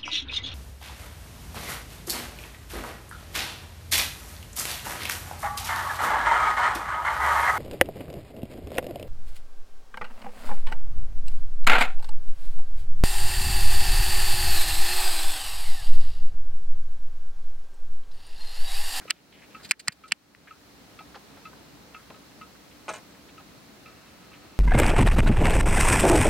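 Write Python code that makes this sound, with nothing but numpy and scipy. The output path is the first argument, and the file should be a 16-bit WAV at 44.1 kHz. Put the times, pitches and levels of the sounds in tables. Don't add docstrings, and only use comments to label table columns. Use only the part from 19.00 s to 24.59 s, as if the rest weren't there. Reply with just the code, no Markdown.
import sys
import numpy as np
from scipy import signal
from scipy.fft import rfft, irfft
from scipy.io import wavfile
from scipy.ndimage import uniform_filter1d

SR = 44100
rng = np.random.default_rng(int(sys.argv[2]) if len(sys.argv) > 2 else 0)


def digitize_waveform(pressure):
    field = np.atleast_2d(pressure).T
    bounded = np.clip(field, -1, 1)
    quanta = np.round(bounded * 32767).astype(np.int16)
    wavfile.write(sys.argv[1], SR, quanta)


def undo_db(level):
    steps = np.asarray(level, float) / 20
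    return 10 ** steps


N = 246519
T = np.arange(N) / SR
HZ = np.maximum(np.fft.rfftfreq(N, 1 / SR), 1)

# (frequency [Hz], density [dB per Hz])
AIR_MID = [(25, -36.5), (55, -10.5), (110, -7.5), (200, -3), (290, -7), (430, -9.5), (1000, -13),
           (2500, -16.5), (3500, -19), (4200, -18.5), (5500, -20), (8000, -25), (12000, -28), (15500, -27)]
# (frequency [Hz], side minus mid [dB])
AIR_SIDE = [(60, -5.5), (110, -7), (200, -5), (380, -3.5), (700, -3.5), (1290, -2), (2380, -1.5),
            (4400, 0.5), (8120, -1), (15000, 0)]
# (centre [Hz], width [Hz], level [dB])
HUM = [
    (65, 21, -71),
    (286.2, 33, -65),
    (465, 20, -77.5),
    (1288, 35, -79),
    (4110, 840, -70.5),
]
# (time [s], gain change [dB], recovery [s])
GAIN_MOVES = [
    (.108, -8, 0.31),
    (.712, -13, 0.18),
    (.883, -6.5, 0.56),
    (1.121, -5.5, 0.43),
    (3.885, 2.5, 0.11),
]
# (frequency [Hz], left minus right [dB])
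PORT_DB = [(60, 0), (500, 0), (750, -6), (1200, 0), (2800, 0), (3300, -3), (4200, 2), (5200, -5),
           (8000, -5), (16000, -3)]
# (frequency [Hz], left phase lead [rad])
PORT_RAD = [(60, 0), (3700, -.4), (4200, 1.8), (4700, 1.2), (5200, -.4), (6100, 2.5), (6700, 2.1),
            (8500, 2.1), (10000, 2.5), (12500, .3), (16000, 2)]
# (time [s], level [dB], centre [Hz], length [ms])
SHIFTS = [(.01, -56, 1510, 32), (0.054, -49, 393, 3.7), (.32, -54, 2600, 52), (.37, -56, 2370, 55),
          (0.417, -53.5, 2090, 40), (.5, -56.5, 2500, 420), (0.594, -52, 1440, 31), (.65, -57, 242, 10),
          (.725, -50, 1820, 15), (0.886, -48, 146, 7), (.89, -55.5, 1860, 25), (1.121, -53, 204, 8.3),
          (1.127, -58, 2280, 9.4), (.114, -54, 2600, 10), (.14, -62.5, 2400, 70), (.33, -62, 2300, 130)]
# (time [s], level [dB], length [ms])
CREAKS = [
    (0.631, -43, 26),
    (.645, -39.5, 16.4),
    (0.689, -42, 15),
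    (.793, -40, 14),
    (0.919, -44, 12),
    (1.078, -49.5, 12),
]
# (centre [Hz], width [octaves], level [dB])
CREAK_BANDS = [
    (2400, 1.2, -8.5),
    (4400, 0.31, -8),
    (7650, .5, -7),
    (12000, 1.2, -15.5),
]
# (time [s], knock level [dB], knock [Hz], crackle level [dB], crackle length [ms])
SNAPS = [(0.098, -27, 2400, -36, 4.4), (0.1027, -29, 2210, -19, 2.9), (0.1072, -10, 2770, -4.5, 3),
         (0.1087, -19, 1850, -21.5, 7.1), (0.1111, -20, 2900, -29, 4.2), (0.711, -5, 2430, 0.5, 0.41),
         (0.7121, -19.5, 1440, -20, 9.7), (0.7159, -24, 2240, -8.5, 7.2), (0.8758, -25.5, 2010, -24, 21),
         (0.883, -17.5, 4530, -22, 1.6), (.8832, -18, 1870, -18, 2.1), (0.882, -20, 1467, -6, 4.7),
         (1.1115, -33, 2800, -40, 11), (1.1185, -24, 1950, -31.5, 2.3), (1.1211, -12, 1730, -6.5, 1.6),
         (1.121, -7, 2755, -19.5, 3.6), (1.1225, -23, 1800, -9.5, 2.5), (1.1254, -18.5, 2900, -23.5, 4.6),
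         (1.349, -50, 2200, -36.5, 3.7)]
# (frequency [Hz], density [dB per Hz])
SHELL = [(150, -25), (550, -28.5), (870, -20), (1460, -9), (1900, -4.5), (2700, -7.5), (3700, -19),
         (4400, -0.5), (4850, -7), (5150, -6.5), (6100, -15.5), (7300, -4.5), (8400, -8.5), (12000, -27.5),
         (16500, -43)]
# (time [s], level [dB], centre [Hz], length [ms])
KNOCKS = [
    (2.143, -45, 1210, 13),
    (2.153, -45.5, 746, 22),
    (2.365, -54.5, 990, 21),
    (3.098, -49, 1300, 14),
    (3.1, -46.5, 430, 27),
    (3.139, -59, 1180, 40),
    (4.399, -53, 880, 14),
    (4.73, -52.5, 1170, 52),
    (5.447, -54, 270, 7.8),
]
# (time [s], level [dB], centre [Hz], length [ms])
SCRAPES = [(1.471, -51, 1800, 22), (2.528, -53.5, 1100, 9.6), (2.98, -59, 1400, 39),
           (2.152, -49.5, 3520, 9), (2.0, -54, 900, 17), (2.945, -56, 930, 11), (3.1, -54, 2480, 6.1),
           (3.15, -60, 470, 30), (3.31, -59.5, 2000, 15), (3.55, -58, 1500, 14), (3.71, -58, 2700, 15),
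           (4.14, -58, 1800, 25), (4.285, -58, 2420, 17), (5.33, -52, 2220, 33), (5.45, -56.5, 2260, 17)]
# (frequency [Hz], level [dB], T60 [s])
CASE = [(1283.6, 8.5, 0.082), (1397, -7.5, 0.15), (2090, -7.5, 0.045), (2366, -9, 0.085),
        (2557, -8.5, 0.064), (2658, 2.5, 0.038), (2900, -21, 0.022), (3210, -27, 0.0087), (3920, -18, .02),
        (1800, -17, .03)]
# (time [s], peak [dB], upper modes [dB])
TICKS = [(0.0762, -42, 4.5), (0.5445, -37.5, -0.5), (1.035, -41, -3.5), (1.505, -39, -5.5),
         (1.986, -39.5, 1.5), (2.4507, -38, 0), (2.9427, -36, -0.5), (3.139, -49, 2), (3.41, -37, -2.5),
         (3.886, -31, -6), (4.3749, -43, -2), (4.8549, -44.5, 3), (4.878, -50, -10), (5.3138, -49, 0)]
# (time [s], first bounce [dB], bouncing lasts [s])
DROPS = [
    (3.8812, -24, 0.032),
    (3.935, -32.5, .056),
]
# (frequency [Hz], level [dB], T60 [s])
FRAME = [(470, -9.5, 0.22), (644, -5.5, 0.17), (722.4, -7, 0.15), (870, 0, .07), (994, -1.5, 0.058),
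         (1076, -0.5, 0.086), (1290, -5.5, 0.096), (1470, 5, 0.028), (1688, -3.5, 0.079),
         (2140, 2.5, 0.038), (2420, 6, 0.024), (2600, -9, 0.026), (2930, -6, 0.1)]
# (time [s], peak [dB])
CLINKS = [(3.882, -38), (3.89, -29), (3.897, -35), (3.903, -38), (3.914, -43), (3.925, -40), (3.936, -34.5),
          (3.941, -41), (3.959, -40), (3.966, -43), (3.95, -40), (3.98, -46)]
# (frequency [Hz], level [dB], T60 [s])
STEEL = [(4000, -4, .03), (4600, -6, .03), (5400, -2, .03), (6200, 0, .035), (6900, -3, .035),
         (7300, -4, .035), (8100, -2, .035), (8600, -2, .035)]

AIR_TOP_HZ, HUSH_DB, BASS_DB = 15900, -62.5, 3.5
ROOM_T60_S, ROOM_DB = 0.1, -24.5
SHIFT_OCT, KNOCK_OCT, SCRAPE_OCT = 0.83, 1.9, 0.93
SNAP_TOP_HZ, KNOCK_T60_S = 16600, 0.0065
TILT_DB_PER_OCT, TILT_PER_DB = 6, 0.66
TRAIN_S, TRAIN_RUN_UP_S, TRAIN_DB, TRAIN_DB_PER_S = 4.54, 0.35, -64, 3.5
TICK_PUSH_MS, TICK_RISE_S = 5.8, 0.005
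LOCK_S, LOCK_DB = 0.017, -8
BOUNCE_S, BOUNCE_GROWTH, BOUNCE_FADE_DB_PER_S = 0.0045, 1.16, -170
CONTACT_MS, FIRST_CONTACT_MS = 4.3, 1.7
CEILING = 0.62


def along_hz(table):
    f, v = np.transpose(table)
    return np.interp(np.log(HZ), np.log(np.maximum(f, 1)), v)


def shaped(x, gain):
    return irfft(rfft(x) * gain, N)


def unit(x):
    return x / np.sqrt(np.mean(x ** 2))


def add(out, s, x, db):
    i = max(int(s * SR), 0)
    x = x[:N - i]
    out[i:i + len(x)] += x * undo_db(db) / np.max(np.abs(x))


def decay(t, t60):
    return np.exp(-np.log(1000) * t / t60)


def walk(rate_hz):
    band = np.exp(-(HZ / rate_hz) ** 2) * (HZ > 1.1 * SR / N)
    return unit(shaped(rng.standard_normal(N), band))


def gain_db():
    total = np.zeros(N)
    for s, db, recovery_s in GAIN_MOVES:
        attack = np.clip((T - s) / 0.0028 + 1, 0, 1)
        total += db * attack * np.exp(-(np.maximum(T - s, 0) / recovery_s) ** 2.15)
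    return total


def hush():
    mid_gain = undo_db(along_hz(AIR_MID)) * (HZ < AIR_TOP_HZ)
    mid = shaped(rng.standard_normal(N), mid_gain)
    side = shaped(rng.standard_normal(N), mid_gain * undo_db(along_hz(AIR_SIDE)))
    hiss_band = (HZ > 3500) & (HZ < 12000)
    air = np.array([mid + side, mid - side]) / np.sqrt(np.mean(shaped(mid, hiss_band) ** 2))
    low = shaped(air, 1 / (1 + (HZ / 900) ** 2))
    drone = np.zeros(N)
    for f, width, db in HUM:
        resonance = 1 / (1 + (2 * (HZ - f) / width) ** 2)
        drone += undo_db(db + 61) * unit(shaped(rng.standard_normal(N), resonance))
    swell = undo_db(BASS_DB + 0.8 * walk(6))
    return undo_db(HUSH_DB + gain_db()) * (air - low + swell * (low + drone))


def rubs(rows, octaves):
    out, t = np.zeros(N), np.arange(4096) / SR
    f = np.maximum(np.fft.rfftfreq(4096, 1 / SR), 1)
    for s, db, hz, ms in rows:
        grit = rng.standard_normal(4096) * undo_db(3.66 * rng.exponential(size=4096))
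        grit = irfft(rfft(grit) * np.exp(-2 * (np.log2(f / hz) / octaves) ** 2))
        envelope = (1 - np.exp(-t / 0.003)) * np.exp(-(t * 1000 / ms) ** 2)
        add(out, s, grit * envelope, db + 11)
    return out


def creaks():
    out = np.zeros(N)
    for hz, octaves, band_db in CREAK_BANDS:
        out += rubs([(s, db + band_db, hz, ms) for s, db, ms in CREAKS], octaves)
    return out


def snaps():
    out, t = np.zeros(N), np.arange(1024) / SR - 0.002
    f = np.maximum(np.fft.rfftfreq(1024, 1 / SR), 1)
    shell_hz, shell_db = np.transpose(SHELL)
    colour = np.interp(np.log(f), np.log(shell_hz), shell_db)
    treble = 1 / (1 + (3600 / f) ** 8)
    highpass = signal.butter(2, 900, "high", fs=SR, output="sos")
    for s, knock_db, hz, crackle_db, ms in SNAPS:
        knock = np.sin(2 * np.pi * hz * t) * decay(t, KNOCK_T60_S) * np.clip(t * hz, 0, 1)
        add(out, s + t[0], signal.sosfilt(highpass, knock), knock_db)

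        fade = np.exp(-t * 2300 / ms) * (t > 0)
        grit = rng.standard_normal(1024) * fade
        parts = rfft(grit) * (1 - treble) + rfft(grit * fade ** 1.25) * treble
        parts /= np.sqrt(uniform_filter1d(np.abs(parts) ** 2, size=15))
        tilt = TILT_DB_PER_OCT + TILT_PER_DB * crackle_db
        colour_gain = undo_db(colour + tilt * np.log2(np.maximum(f / 2500, 1)))
        crackle = irfft(parts * (f > 100) * (f < SNAP_TOP_HZ) * colour_gain)
        gate = np.exp(-(t * 1000 / (1.15 * ms + 1.3)) ** 4)
        add(out, s + t[0], gate * crackle, crackle_db)
    return out


def train():
    teeth = rng.standard_normal(N) * undo_db(2.5 * rng.exponential(size=N) + 2.5 * walk(12))
    modes = sum(undo_db(db) / np.sqrt(1 + (HZ - f) ** 2 * t60 ** 2) for f, db, t60 in CASE)
    broad = undo_db(-4) * np.exp(-2 * (np.log2(HZ / 1500) / 1.6) ** 2)
    run_up = np.clip((T - TRAIN_S) / TRAIN_RUN_UP_S, 0, 1)
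    return unit(shaped(teeth, modes + broad)) * run_up * undo_db(TRAIN_DB + TRAIN_DB_PER_S * (T - TRAIN_S))


def ring(modes, length_ms, scatter_db, rattle_db, size=8192):
    t = np.arange(size) / SR
    push = rng.standard_normal(size) * t * np.exp(-t * 5000 / max(length_ms, 0.2))
    push /= np.sqrt(np.sum(push ** 2))
    f, db, t60 = np.transpose(modes)[:, :, None]
    level_chance, pitch_chance = rng.standard_normal((2, len(modes), 1))
    f = f * (1 + 0.003 * pitch_chance)
    reach = np.abs(np.exp(2j * np.pi * f * t[:1024]) @ push[:1024])
    reach = np.maximum(reach, 0.3)[:, None]
    body = undo_db(db + scatter_db * level_chance) / reach * decay(t, t60) * np.sin(2 * np.pi * f * t)
    rattle = undo_db(rattle_db) * rng.standard_normal(size) * decay(t, np.median(t60))
    band = signal.butter(4, [0.85 * f.min(), 1.1 * f.max()], "band", fs=SR, output="sos")
    return signal.sosfilt(band, signal.fftconvolve(push, body.sum(axis=0) + rattle)[:size])


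def ticks():
    out, rise = np.zeros(N), 1 - np.exp(-(T[:8192] / TICK_RISE_S) ** 2)
    for s, db, upper_db in TICKS:
        for late, less_db in ((0, 0), (LOCK_S, LOCK_DB)):
            lower = rise * ring(CASE[:2], TICK_PUSH_MS, 1.9, 2.5)
            upper = rise * ring(CASE[2:], 1.4 * TICK_PUSH_MS, 3, 5)
            add(out, s + late, lower, db + less_db)
            add(out, s + late, upper, db + upper_db + less_db)
    return out


def lever():
    out = np.zeros(N)
    waits = np.cumsum(np.r_[0, BOUNCE_S * BOUNCE_GROWTH ** np.arange(7)])
    for s, first_db, last_s in DROPS:
        for k, wait in enumerate(waits):
            db = first_db + BOUNCE_FADE_DB_PER_S * wait - 2000 * max(wait - last_s, 0)
            add(out, s + wait, ring(FRAME, CONTACT_MS if k else FIRST_CONTACT_MS, 1.6, 4.7), db)
    for s, db in CLINKS:
        add(out, s, ring(STEEL, CONTACT_MS, 3.5, 5), db)
    return out


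def room(x):
    t = T[:SR // 2]
    tail = rng.standard_normal((2, len(t))) * decay(t, ROOM_T60_S) * (t > 0.002)
    tail /= np.sqrt(np.sum(tail[0] ** 2))
    return undo_db(ROOM_DB + 7.5) * signal.fftconvolve(x[None], tail, axes=1)[:, :N]


def through_shell(grip):
    port = undo_db(along_hz(PORT_DB) / 2) * np.exp(0.5j * along_hz(PORT_RAD))
    return np.array([shaped(grip, port), shaped(grip, 1 / port)])


def scene():
    grip = rubs(SHIFTS, SHIFT_OCT) + creaks() + snaps()
    works = rubs(KNOCKS, KNOCK_OCT) + rubs(SCRAPES, SCRAPE_OCT)
    clock = works + train() + ticks() + lever()
    return hush() + through_shell(grip) + clock + room(clock)


def low_pass(x):
    return signal.sosfilt(signal.butter(12, 16970, fs=SR, output="sos"), x)


def record(dry):
    return low_pass(CEILING * np.tanh(dry / CEILING))


dry = scene()
out = record(dry)
digitize_waveform(out)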